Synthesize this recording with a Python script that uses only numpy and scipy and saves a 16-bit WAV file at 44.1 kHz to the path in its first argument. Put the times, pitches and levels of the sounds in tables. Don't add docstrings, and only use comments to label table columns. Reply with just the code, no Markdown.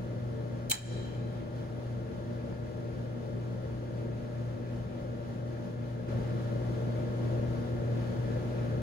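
import sys
import numpy as np
from scipy import signal
from scipy.fft import rfft, irfft, next_fast_len
from scipy.io import wavfile
from scipy.ndimage import uniform_filter1d, minimum_filter1d, map_coordinates

SR = 44100
rng = np.random.default_rng(int(sys.argv[2]) if len(sys.argv) > 2 else 0)


def transcribe(signal):
    frames = np.atleast_2d(signal).T
    limited = np.clip(frames, -1, 1)
    pcm = np.round(limited * 32767).astype(np.int16)
    wavfile.write(sys.argv[1], SR, pcm)


N = 388950

HUM_HZ, SHAFT_HZ, POLES = 119.86, 29.257, 4
TOP_HZ = 15850
LEAD_S = 0.0004408
TREBLE_HZ, TREBLE_LAG_S = 6530, 0.00021


def amp(db):
    return 10 ** (np.asarray(db) / 20)


def unit(x):
    return x / np.sqrt(np.mean(x ** 2) + 1e-20)


def along(points, hz):
    f, v = np.transpose(points)
    return np.interp(np.log(hz + 1), np.log(f + 1), v)


def clock():
    return np.arange(N) / SR


def wobble(rate_hz):
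    knots = rng.standard_normal(int(N * rate_hz / SR) + 4)
    coarse_s = clock()[::64]
    curve = map_coordinates(knots, [coarse_s * rate_hz], mode="nearest")
    return np.interp(clock(), coarse_s, curve)


def bell(hz, centre_hz, half_width_hz):
    return 1 / (1 + ((hz - centre_hz) / half_width_hz) ** 2)


# frequency in Hz, coherence from 0 to 1.
MIC_COHERENCE = [(60, 0.83), (170, 1), (290, 0.91), (380, 1), (480, 0.87), (620, 0.67), (800, 0.047),
                 (1600, 0.22), (2600, 0.11), (5500, 0.18), (8300, 1), (15000, 0.97)]


def at_microphones(pair, colour):
    size = pair.shape[1]
    fft_size = next_fast_len(size + 8192, True)
    hz = np.fft.rfftfreq(fft_size, 1 / SR)
    a, b = rfft(pair, fft_size)
    turn = np.arccos(np.clip(along(MIC_COHERENCE, hz), 0, 1)) / 2
    lead_cycles = LEAD_S * np.minimum(hz, TREBLE_HZ) - TREBLE_LAG_S * np.maximum(hz - TREBLE_HZ, 0)
    left = np.cos(turn) * a + np.sin(turn) * b
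    right = (np.cos(turn) * a - np.sin(turn) * b) * np.exp(-2j * np.pi * lead_cycles)
    return irfft(np.array([left, right]) * colour(hz), fft_size)[:, :size]


def stereo_noise(colour):
    return at_microphones(rng.standard_normal((2, N)) * np.sqrt(SR / 2), colour)


def tone(hz, t, left_db, right_db, lead_s, start_cycles):
    phase = 2 * np.pi * (hz * np.array([t, t - lead_s]) + start_cycles)
    return amp([[left_db], [right_db]]) * np.sqrt(2) * np.sin(phase, dtype=np.float32)


def motor():
    return hum() + rotor() + whine()


# left level in dB rms, right level in
# dB rms, lead of the left in seconds, level of the beating rotor tone in dB relative to the harmonic.
HUM_HARMONICS = [(-38.5, -39.8, .0003, -14), (-48.5, -50, -.00077, -5), (-59, -51, .0011, -16),
                 (-63, -62.5, 0.0062, -15), (-52, -55.5, .0003, -24)]


def hum(level_db=0., waver_db=1.2, in_step_s=0.183):
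    t = clock() - in_step_s
    out = np.zeros((2, N))
    for k, (left_db, right_db, lead_s, throb_db) in enumerate(HUM_HARMONICS, 1):
        place = left_db, right_db, lead_s, rng.random()
        magnetic = tone(k * HUM_HZ, t, *place)
        slipping = amp(throb_db) * tone(k * POLES * SHAFT_HZ, t, *place)
        out += amp(level_db + waver_db * wobble(5.1)) * (magnetic + slipping)
    return out


# frequency in Hz, left minus right in dB.
TONE_BALANCE = [(60, 8.5), (330, 2.5), (390, 7), (730, 15), (1400, 2.5)]


def panned(hz, t, db):
    pan_db = along(TONE_BALANCE, hz)
    return tone(hz, t, db + pan_db / 2, db - pan_db / 2, LEAD_S, rng.random())


# multiple of the shaft rate, level in dB rms.
SHAFT_ORDERS = [(2, -59), (5, -63), (6, -57.5), (10, -62.5), (25, -69.5), (37, -72), (44, -69)]
# frequency in Hz, level in dB rms.
HUM_SIDEBANDS = [(90, -68), (150, -56.5), (210, -57), (270, -62.5), (330, -54.5), (390, -62), (630, -70)]


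def rotor(level_db=0.):
    t, out = clock(), np.zeros((2, N))
    for order, db in SHAFT_ORDERS:
        out += panned(round(order) * SHAFT_HZ, t, db)
    for k in range(1, len(HUM_HARMONICS) + 1):
        for side in (-1, 1):
            hz = k * HUM_HZ + side * SHAFT_HZ
            out += panned(hz, t, along(HUM_SIDEBANDS, hz))
    return amp(level_db) * out


# frequency in Hz, level in dB.
WHINE_SIDEBANDS = [(700, -78), (850, -73.5), (1060, -89), (1170, -72.5), (1320, -84), (1410, -65),
                   (1530, -80.5), (1590, -76), (1650, -71), (1890, -86), (1950, -94), (2067, -74.5),
                   (2130, -87.5)]


def whine(level_db=0., centre_db=-10.0, slip_s=.00006, waver_db=0.3, count=13):
    t, out = clock() + slip_s * wobble(2.49), np.zeros((2, N))
    for k in len(HUM_HARMONICS) + 1 + np.arange(count):
        group = np.zeros((2, N))
        for side, relative_db in [(-1, 0), (0, centre_db), (1, 0)]:
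            hz = k * HUM_HZ + side * SHAFT_HZ
            group += panned(hz, t, along(WHINE_SIDEBANDS, hz) + relative_db)
        out += amp(level_db + waver_db * wobble(4.5)) * group
    return out


# centre in Hz, half width in Hz, left peak in
# dB per Hz, right peak in dB per Hz.
CABINET_MODES = [(38, 2.8, -78, -69), (70, 21.5, -67, -66.5), (115.3, 19.5, -62, -62.5),
                 (153, 16, -67.5, -66.5), (180.7, 7.3, -62.5, -65), (195, 8.7, -64.5, -65),
                 (236, 19, -67, -69), (290.4, 12, -71, -69.5), (345.2, 14.5, -64.5, -68),
                 (407.2, 7.5, -67, -70.5), (451.8, 11.5, -64, -71.5), (525, 45.6, -66, -74),
                 (571.7, 8.9, -64.5, -69.5), (618, 9.6, -70.5, -80.5), (637.6, 4.8, -70.5, -77)]


def drum(level_db=0., swell_db=0.85):
    def panels(hz):
        power = 0
        for centre_hz, half_width_hz, left_db, right_db in CABINET_MODES:
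            power = power + (amp([[left_db], [right_db]]) * bell(hz, centre_hz, half_width_hz)) ** 2
        return np.sqrt(power)

    return amp(level_db + swell_db * wobble(7)) * stereo_noise(panels)


def valve():
    return plunger() + ring()


def add(track, s, sound):
    track[:, round(s * SR):][:, :sound.shape[1]] += sound


# centre in Hz, half width in Hz, then the level in dB as
BRACKET_MODES = [(1735, 110, -46, -38, -56), (2380, 85, -35.5, -41, -56), (3134, 60, -30.5, -34, -49.5),
                 (3990, 100, -28, -34, -48), (4560, 140, -44, -42, -60), (5420, 120, -37, -39.5, -58),
                 (6420, 200, -37, -39, -59), (6930, 200, -36, -37, -54), (7260, 160, -35, -27, -51),
                 (8060, 130, -27.5, -35, -49), (9600, 200, -41, -38, -59), (12500, 350, -43, -45, -64),
                 (15100, 450, -43, -41, -63)]
# start in seconds, level in dB, brightness in dB per octave.
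PLUNGER_CONTACTS = [(0.6976, -7, 8), (0.701, -8, 3), (0.7066, -8, 2), (0.7114, 1.5, 3.5),
                    (0.7148, 0.5, 1.5), (0.716, 3, -3), (0.7183, -4.5, 4), (0.7242, -2, 1),
                    (0.7338, -8, -3), (0.7423, -6, 0), (0.7505, -10, -2)]


def plunger(level_db=0., crack_db=-26.5, crack_t60_s=0.027, mode_t60_s=0.038, rise_s=0.00014,
            pivot_hz=6000, low_cut_hz=850):
    out, t = np.zeros((2, N)), np.arange(SR // 8) / SR

    def fade(t60_s):
        return amp(-60 * t / t60_s) * (1 - np.exp(-t / rise_s))

    for start_s, db, brightness in PLUNGER_CONTACTS:
        def colour(hz):
            octaves = np.log2(np.clip(hz, BRACKET_MODES[0][0], TOP_HZ) / pivot_hz)
            return amp(brightness * octaves) * hz ** 2 / (hz ** 2 + low_cut_hz ** 2)

        knock = np.zeros((2, len(t)))
        for centre_hz, half_width_hz, struck_db, _, _ in BRACKET_MODES:
            phase = 2 * np.pi * rng.random((2, 1))
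            hz = centre_hz + rng.uniform(-1.06, 1, (2, 1)) * half_width_hz
            knock += amp(struck_db) * np.sqrt(2) * np.sin(2 * np.pi * hz * t + phase)
        crack = amp(crack_db) * rng.standard_normal((2, len(t)))
        contact = fade(mode_t60_s) * knock + fade(crack_t60_s) * crack
        add(out, start_s, amp(level_db + db) * at_microphones(contact, colour))
    return out


def burst(colour):
    return unit(at_microphones(rng.standard_normal((2, 3 * SR // 2)), colour))


def dying(x, t60s):
    hz, t, bins = signal.stft(x, SR, nperseg=256)
    faded = bins * amp(-60 * t / along(t60s, hz)[:, None])
    return signal.istft(faded, SR, nperseg=256)[1][:, :x.shape[1]]


# frequency in Hz, relative level in dB.
STEEL_COLOUR = [(100, -8), (500, 1), (850, 9), (1100, 1), (1500, 5), (2800, 1), (4800, -2), (5800, 2),
                (8500, 2), (11000, -2), (15500, -6)]
# frequency in Hz, time to fall 60 dB in seconds.
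CLANG_T60 = [(1700, 0.28), (3000, 0.29), (7300, 0.2), (14000, 0.14)]
# frequency in Hz, time to fall 60 dB in seconds.
LINGER_T60 = [(1000, 1.8), (3100, 1.6), (4000, 1.46), (7500, 0.95), (12000, 0.39)]


def ring(clang_db=0.0, linger_db=0., sheet_db=-28.5, sheet_linger_db=-44.0, start_s=.716, rise_s=0.0033,
         beat_db=2.5, split_share=.0009):
    def sheet(hz):
        return amp(along(STEEL_COLOUR, hz))

    clang, linger = amp(sheet_db) * burst(sheet), amp(sheet_linger_db) * burst(sheet)
    t = clock()[:linger.shape[1]]
    for centre_hz, half_width_hz, _, mode_clang_db, mode_linger_db in BRACKET_MODES:
        def cluster(hz):
            return bell(hz, centre_hz, half_width_hz)

        swell_db = beat_db * np.cos(2 * np.pi * split_share * centre_hz * t)
        clang = clang + amp(mode_clang_db) * burst(cluster)
        linger = linger + amp(mode_linger_db + swell_db) * burst(cluster)
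    sound = amp(clang_db) * dying(clang, CLANG_T60) + amp(linger_db) * dying(linger, LINGER_T60)
    out = np.zeros((2, N))
    add(out, start_s, sound * (1 - np.exp(-t / rise_s)))
    return out


def ripple(hz, depth_db, spacing_hz):
    grid_hz = np.arange(0, SR / 2, spacing_hz)
    return np.interp(hz, grid_hz, unit(amp(depth_db * rng.standard_normal(len(grid_hz)))))


# frequency in Hz, level in dB per Hz.
AIR_SPECTRUM = [(20, -110), (300, -79), (660, -82), (820, -82), (1080, -89), (1300, -88.5), (1450, -90),
                (1720, -92.5), (1920, -94.5), (2450, -96), (2790, -98), (3300, -97), (5000, -102.5),
                (7000, -106), (7700, -111), (8500, -107.5), (10500, -114), (13000, -115), (15500, -120)]


def air(level_db=0., flutter_db=0.68):
    def colour(hz):
        return amp(along(AIR_SPECTRUM, hz)) * ripple(hz, depth_db=3.0, spacing_hz=17)

    return amp(level_db + flutter_db * wobble(12)) * stereo_noise(colour)


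# centre in Hz, half width in Hz, level in dB before flutter.
DUCT_MODES = [(1297, 90, -72.5), (1694, 120, -68), (2440, 270, -73.5)]


def duct(flutter_db=2.5, puff_db=1.4, surge_db=1.0):
    puffs_db = surge_db * wobble(2.9) + puff_db * wobble(16)
    out = np.zeros((2, N))
    for centre_hz, half_width_hz, db in DUCT_MODES:
        resonance = unit(stereo_noise(lambda hz: bell(hz, centre_hz, half_width_hz)))
        out += amp(db + puffs_db + flutter_db * wobble(20)) * resonance
    return out


def scene():
    return motor() + drum() + valve() + air() + duct()


def limiter(x, ceiling_db=-27.5, attack_s=0.0075, hold_s=0.1, release_db_per_s=69.0, sense_hz=1000):
    def trailing(v, half):
        return uniform_filter1d(v, 2 * half + 1, origin=half)

    high_pass = signal.butter(2, sense_hz, "high", fs=SR, output="sos")
    treble = signal.sosfilt(high_pass, x)
    attack_half, hold_half = int(attack_s * SR / 2), int(hold_s * SR / 2)
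    power = np.abs(trailing(np.mean(treble ** 2, axis=0), attack_half))
    needed_db = np.minimum(0, ceiling_db - 10 * np.log10(power + 1e-12))
    held_db = minimum_filter1d(needed_db, 2 * hold_half + 1, origin=hold_half)
    climb_db = release_db_per_s * clock()
    gain_db = np.minimum.accumulate(held_db - climb_db) + climb_db
    return x * amp(trailing(gain_db, attack_half))


def record(dry, step_db=4.0, step_s=6.082, step_rise_s=.003):
    risen = np.clip((clock() - step_s) / step_rise_s + .5, 0, 1)
    stepped = limiter(dry) * amp(step_db * risen)
    low_pass = signal.firwin(401, TOP_HZ, fs=SR)
    return signal.filtfilt(low_pass, 1, stepped)


dry = scene()
out = record(dry)
transcribe(out)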